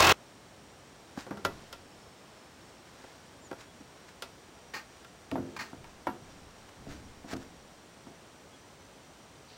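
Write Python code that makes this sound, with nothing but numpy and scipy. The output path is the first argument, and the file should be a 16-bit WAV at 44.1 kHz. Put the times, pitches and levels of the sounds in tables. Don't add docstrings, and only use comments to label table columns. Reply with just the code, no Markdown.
import sys
import numpy as np
from scipy import signal
from scipy.fft import rfft, irfft, next_fast_len
from scipy.io import wavfile

SR = 44100
rng = np.random.default_rng(int(sys.argv[2]) if len(sys.argv) > 2 else 0)


def log_audio(samples):
    frames = np.atleast_2d(samples).T
    limited = np.clip(frames, -1, 1)
    pcm = np.round(limited * 32767).astype(np.int16)
    wavfile.write(sys.argv[1], SR, pcm)


N = 422037
TIME = np.arange(N) / SR

# frequency in Hz, relative level in dB.
YARD_COLOUR = [(12, -72), (20, -36), (54, -1), (136, 0), (233, -0.5), (398, -2), (631, -3), (2780, -14),
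               (3160, -13), (3410, -14.5), (4870, -16.5), (5540, -17), (9000, -24), (11700, -41),
               (19800, -120)]
# frequency in Hz, relative level in dB.
HISS_COLOUR = [(3000, -45), (7000, 6), (9000, 1.5), (9900, 3.5), (10200, -8), (12500, -4), (15500, -2)]
# frequency in Hz, level in dB.
WHINE_TONES = [(8123, -76.5), (11773, -94.5)]
# time in seconds, centre in Hz.
SIZZLE_PATH = [(0, 5600), (1.5, 5650), (2.2, 5300), (3, 5650), (5, 5790), (7.3, 5680), (9.57, 5790)]
# start in seconds, pitch in Hz, fall in Hz, level in dB.
BIRD_NOTES = [(3.405, 7400, 180, -63), (3.438, 7300, 700, -55), (3.678, 3380, 40, -62),
              (8.52, 3335, 0, -60)]
# frequency in Hz, width in Hz, gain in dB.
RASP_MODES = [(2900, 500, -6), (4000, 350, -3), (4700, 400, -4)]

# start in seconds, rumble level in dB.
WEIGHT_SHIFTS = [(1.439, -50.5), (5.77, -54), (6.21, -55.5), (6.35, -57), (6.78, -54), (6.865, -46),
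                 (7.32, -54)]
# frequency in Hz, relative level in dB.
SWAY_COLOUR = [(20, -1.5), (35, -8.5), (70, 1), (140, -8.5), (300, -8.5), (700, -32), (2000, -84)]
# start in seconds, nominal length in seconds, level in dB.
SCUFFS = [(1.154, 0.13, -45), (3.578, 0.092, -48.5), (4.07, .06, -54.5), (6.687, 0.014, -48.5),
          (6.856, 0.19, -50), (7.363, .012, -42), (7.383, .12, -53)]
# start and length in seconds, level in dB.
SKIDS = [(1.441, .02, -36.5), (7.268, 0.07, -40.5)]
# frequency in Hz, relative level in dB.
SCUFF_COLOUR = [(200, -2), (700, 1), (1600, 3.5), (3000, -4), (4500, -4.5), (7000, -7.5), (11000, -23),
                (15000, -22)]
# start in seconds, hold in seconds, level in dB.
CREAKS = [(4.7363, 0.028, -37.5), (5.563, .003, -38), (5.589, .026, -37)]
# frequency in Hz, relative level in dB.
CREAK_COLOUR = [(120, -28), (220, -7), (600, -12), (950, -4.5), (1800, -6.5), (2500, -4.5), (3200, -14),
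                (4800, -13), (7500, -20), (8700, -26), (12000, -31), (15500, -27)]
# frequency in Hz, width in Hz, gain in dB.
MOUNT_MODES = [(885, 23, 6), (1220, 40, 9.5), (1560, 40, 5), (1836, 15, 16.5), (1870, 60, -3),
               (2470, 33, 3), (4230, 170, -4.5), (5100, 100, -12)]
# frequency in Hz, width in Hz, gain in dB.
FITTING_MODES = [(11260, 160, 5), (11800, 70, -2), (12400, 200, 4), (13000, 120, -2), (14700, 400, -7)]

# start in seconds, clank level in dB, hardness from 0 (flat sole
# in mid-panel) to 1 (hard edge on the rim), clank t60 in seconds.
BIKE_KNOCKS = [(1.174, -43.5, 0.22, 0.02), (1.265, -48, 0.48, .25), (1.308, -41.5, .27, 0.17),
               (1.371, -47.5, 0.68, .12), (1.449, -27.5, 0.74, 0.095), (1.727, -47, 0.99, 0.12),
               (3.039, -53.5, 0.42, .03), (3.513, -42, 0.42, 0.032), (3.528, -46.5, 0.53, 0.03),
               (3.805, -62.5, 0, .085), (4.222, -42.5, 1, 0.13), (5.046, -53, 0.8, .05)]
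SIDECAR_KNOCKS = [(5.314, -46.5, 1, 0.0089), (5.319, -43.5, 0.034, .13), (5.355, -34.5, 0.39, 0.092),
                  (5.379, -45, 0.013, 0.27), (5.731, -48.5, 0.31, .07), (5.842, -52.5, 0.92, 0.078),
                  (6.069, -30, 0.67, .13), (6.867, -54, 0.14, 0.096), (7.242, -53, 0.21, .13),
                  (7.33, -44.5, 0.17, 0.18), (7.351, -47.5, 0.2, 0.05), (8.068, -54, 0.21, 0.13)]
# frequency in Hz, strength in dB when struck in the middle, strength
# in dB when struck at the rim, t60 in seconds.
TANK_MODES = [(78.6, -18, -6, .3), (203, 4, -20, 0.28), (284, 11.5, -15, 0.069), (384, -10, 4.5, 0.17),
              (522, 1, 1.5, 0.086), (570, -36, -2, 0.19), (676, -3.5, -7, 0.24), (815, 6.5, -21, 0.11),
              (936, -12, -7.5, 0.28), (1240, -19, -9, 0.14), (1378, -23, 6.5, 0.11), (1576, -8, 3, 0.044),
              (1974, -10, -3, 0.18), (2600, -11, -9, 0.23), (3420, -23, -2, .08), (4270, -13, -23, 0.056),
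              (5180, -26, 5, 0.043)]
SHELL_MODES = [(87, -10, -17, 0.39), (129, -7, -15, 0.17), (211.2, -5.5, -6.5, 0.29),
               (262.8, -0.5, -5, 0.43), (286.7, 3, 0, 0.19), (345.4, -5, -1, 0.59), (456, -9, -21, 0.16),
               (509, -6, -17, 0.22), (673, 6, -13, 0.13), (738, -4, -10, 0.44), (898, -13, -1, 0.12),
               (940, -14, 5.5, 0.06), (980, -22, -0.5, 0.13), (1351, -32, -8, 0.14), (1630, -29, -9, 0.13),
               (1855, -28, -2, 0.069), (2230, -34, -7.5, 0.14), (2770, -36, -12, 0.17)]

# time in seconds, level in dB.
ENGINE_EFFORT = [(0.0, -18), (0.084, -19.5), (0.108, -17), (0.125, -19)]
# frequency in Hz, relative level in dB.
ENGINE_COLOUR = [(30, -28), (60, -7), (90, -7), (170, -5.5), (260, -9), (400, -0.5), (750, 2), (1050, 2.5),
                 (1800, -7), (3000, -3.5), (5500, -11.5), (8500, -22.5), (12000, -26.5), (15500, -21.5)]
# frequency in Hz, width in Hz, gain in dB.
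CASING_MODES = [(425, 64, 9.5), (610, 31, -18), (775, 110, -6), (960, 39, -7), (1040, 90, 3),
                (1480, 84, 20), (1600, 81, 15.5), (2160, 230, 17), (2580, 150, 15), (3530, 130, -18),
                (5840, 110, -14), (7200, 140, -22)]

FIRING_HZ, ENGINE_STOP_S = 44, .1245
SOFT_THUD_DB, HARD_THUD_DB = 12, -15
MIDDLE_HARDNESS, RIM_HARDNESS = 0.23, 0.65


def from_db(db):
    return 10 ** (np.asarray(db) / 20)


def rms_one(x):
    return x / np.sqrt(np.mean(x ** 2) + 1e-20)


def in_time(rows):
    return np.interp(TIME, *np.transpose(rows))


def fade(t, t60):
    return np.exp(-np.log(1000) * np.maximum(t, 0) / t60)


def drift(per_s):
    steps = rng.standard_normal(int(N / SR * per_s) + 2)
    return np.interp(TIME * per_s, np.arange(len(steps)), steps)


def passband(x, hz, kind, order=2):
    return signal.sosfilt(signal.butter(order, hz, kind, fs=SR, output="sos"), x + 1e-18)


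def colour(x, spectrum):
    hz, db = np.transpose(spectrum)
    size = next_fast_len(len(x) + SR // 4, True) * 2
    grid = np.maximum(np.fft.rfftfreq(size, 1 / SR), 1)
    gain = from_db(np.interp(np.log(grid), np.log(hz), db))
    cepstrum = irfft(np.log(gain))
    cepstrum[0] /= 2
    response = np.exp(rfft(2 * cepstrum[:size // 2], size))
    return irfft(rfft(x, size) * response)[:len(x)]


def noise(spectrum):
    return rms_one(colour(rng.standard_normal(N), spectrum))


def resonate(x, modes):
    return sum((-1) ** k * from_db(db) * signal.lfilter(*signal.iirpeak(hz, hz / width, SR), x + 1e-18)
               for k, (hz, width, db) in enumerate(modes))


def grains(per_s, spread_db):
    impacts = (rng.random(N) < per_s / SR) * rng.choice([-1, 1], N)
    sizes = from_db(spread_db * np.clip(rng.standard_normal(N), -2, 2))
    return rms_one(impacts * sizes)


def strokes(rows):
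    power = np.zeros(N)
    for start, rise, hold, t60, db in rows:
        onset = np.clip((TIME - start) / max(rise, 1 / SR), 0, 1)
        power += (from_db(db) * onset * fade(TIME - start - rise - hold, t60)) ** 2
    return np.sqrt(power)


def background(yard_db=-54.5, hiss_db=-70, sizzle_db=-72, wander_hz=50):
    whine = sum(np.sqrt(2) * from_db(db) * np.sin(2 * np.pi * hz * TIME) for hz, db in WHINE_TONES)
    centre_hz = in_time(SIZZLE_PATH) + wander_hz * drift(per_s=2.5)
    flicker = passband(rng.standard_normal(N), 85, "low")
    sizzle = from_db(sizzle_db) * rms_one(flicker * np.sin(2 * np.pi * np.cumsum(centre_hz) / SR))
    return from_db(yard_db) * noise(YARD_COLOUR) + from_db(hiss_db) * noise(HISS_COLOUR) + sizzle + whine


def birds(waver_hz=30, note_s=.046):
    out = np.zeros(N)
    waver = waver_hz * rms_one(passband(rng.standard_normal(N), 200, "low"))
    for start, pitch_hz, fall_hz, db in BIRD_NOTES:
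        along = np.clip((TIME - start) / note_s, 0, 1)
        hz = pitch_hz - fall_hz * along + waver
        out += from_db(db) * np.sin(np.pi * along) * np.sin(2 * np.pi * np.cumsum(hz) / SR)
    return out


def rasp(start_s=9.475, rise_s=0.025, t60=2, db=-58):
    swell = strokes([(start_s, rise_s, 0, t60, db)])
    return swell * rms_one(resonate(grains(2200, spread_db=4), RASP_MODES))


def sway(rise_s=0.029, rumble_t60=1.37, bump_t60=.3, bump_db=2.5):
    rocking = strokes([(start, rise_s, 0, rumble_t60, db) for start, db in WEIGHT_SHIFTS])
    rumble = rocking * noise(SWAY_COLOUR)
    bump = strokes([(start, .005, 0, bump_t60, db + bump_db) for start, db in WEIGHT_SHIFTS])
    return rumble + bump * rms_one(passband(rng.standard_normal(N), [90, 190], "band"))


def scuffs(skid_t60=0.031, climb_s=(0.89, 7.5), rustle_db=-67, swing_db=5):
    rubs = [(start, 0.36 * length, 0, 1.7 * length, db) for start, length, db in SCUFFS]
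    skids = [(start, length, 0, skid_t60, db) for start, length, db in SKIDS]
    climbing = (TIME > climb_s[0]) * (TIME < climb_s[1])
    rustle = from_db(rustle_db + swing_db * drift(per_s=10)) * climbing
    friction = rms_one(colour(grains(6000, spread_db=5.5), SCUFF_COLOUR))
    return np.hypot(strokes(rubs + skids), rustle) * friction


def creaks(slips_per_s=1000, rub_db=-3, ring_db=-1, rise_s=0.0025):
    slips = grains(slips_per_s, spread_db=-0.5) + from_db(rub_db) * rng.standard_normal(N)
    load = strokes([(start, rise_s, hold, 0.063 + 4.9 * hold, db) for start, hold, db in CREAKS])
    friction = rms_one(colour(slips, CREAK_COLOUR))
    ringing = from_db(ring_db) * rms_one(resonate(slips, MOUNT_MODES))
    return load * rms_one(friction + ringing)


def jingle(sidecar_db=-29, bike_db=-30, t60=0.24):
    shakes = [(start, .003, 0, t60, db + passed_db)
              for rows, passed_db in ((SIDECAR_KNOCKS, sidecar_db), (BIKE_KNOCKS, bike_db))
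              for start, db, *_ in rows]
    ringing = resonate(grains(3000, spread_db=-4), FITTING_MODES)
    return strokes(shakes) * rms_one(passband(ringing, 9000, "high"))


def boot_knocks(rows, modes, dense_db, dull_hz, crack_db, tail_db, tail_t60, thud_stretch, soft_click_db):
    out = np.zeros(N + SR)
    t = np.arange(SR // 2) / SR
    attack = slice(0, SR // 50)
    hz, middle_db, rim_db, ring_t60 = np.transpose(modes)[:, :, None]
    crack = from_db(crack_db) * fade(t, t60=.014)
    tail = from_db(tail_db) * fade(t, tail_t60)
    pressing = 1 - fade(t, t60=0.0045)
    for start, clank_db, hardness, t60 in rows:
        thud_db = clank_db + SOFT_THUD_DB + hardness * (HARD_THUD_DB - SOFT_THUD_DB)
        click_db = clank_db + soft_click_db * (1 - hardness ** 2)
        toward_rim = np.clip((hardness - MIDDLE_HARDNESS) / (RIM_HARDNESS - MIDDLE_HARDNESS), 0, 1)
        strength = from_db(middle_db + toward_rim * (rim_db - middle_db)) * rng.choice([-1, 1], hz.shape)
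        damped_t60 = np.minimum(ring_t60, 2.3 * t60)
        ringing = np.sum(strength * np.sin(2 * np.pi * hz * t) * fade(t, damped_t60), axis=0)
        ringing /= np.std(ringing[attack])
        bands = [("thud", [85, 500], thud_db, t60 * thud_stretch),
                 ("clank", [500, 1600], clank_db, t60),
                 ("click", [2300, 6000], click_db, t60 * 0.78)]
        for name, edges_hz, db, band_t60 in bands:
            dense = from_db(dense_db) * passband(rng.standard_normal(len(t)), dull_hz, "low", order=1)
            dense *= crack + fade(t, band_t60) + tail
            part = passband((ringing + dense) * pressing, edges_hz, "band", order=3)
            if name == "click":
                part += from_db(-9.0) * passband(dense, 7400, "high")
            out[round(start * SR):][:len(t)] += from_db(db) * part / np.std(part[attack])
    return out[:N]


def engine(beat_depth=0.27, valve_db=-12, casing_db=-4, exhaust_db=-17, lag_s=0.0045, tail_db=-19):
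    phase = 2 * np.pi * FIRING_HZ * (TIME - lag_s)
    beat = (1 + np.cos(phase)) / 2
    clatter = grains(12000, spread_db=3.0) * (1 - beat_depth + beat_depth * beat)
    block = rms_one(colour(clatter, ENGINE_COLOUR))
    casings = from_db(casing_db) * rms_one(resonate(clatter, CASING_MODES))
    ticks = grains(6900, spread_db=10) * beat ** 2
    valves = from_db(valve_db) * rms_one(passband(ticks, [3000, 7500], "band"))
    exhaust = from_db(exhaust_db) * rms_one(passband(signal.sawtooth(phase), [62, 105], "band"))
    running = rms_one(block + casings + valves + exhaust)
    since_stop = TIME - ENGINE_STOP_S
    gate = np.maximum(fade(since_stop, t60=0.0045), from_db(tail_db) * fade(since_stop, t60=0.074))
    return running * from_db(in_time(ENGINE_EFFORT)) * gate


def scene():
    motor = engine()
    bike = boot_knocks(BIKE_KNOCKS, TANK_MODES, dense_db=9, dull_hz=4970, crack_db=7,
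                       tail_db=-22.0, tail_t60=0.97, thud_stretch=3.3, soft_click_db=-19.5)
    sidecar = boot_knocks(SIDECAR_KNOCKS, SHELL_MODES, dense_db=4, dull_hz=1600, crack_db=13,
                          tail_db=-10.5, tail_t60=0.39, thud_stretch=4.3, soft_click_db=-36.5)
    climber = bike + sidecar + jingle() + creaks() + scuffs() + sway()
    return (motor + climber + birds() + rasp() + background())[None]


def record(dry):
    cutoff_hz = 15850
    return signal.sosfilt(signal.ellip(12, .1, 80, cutoff_hz, fs=SR, output="sos"), dry)


dry = scene()
out = record(dry)
log_audio(out)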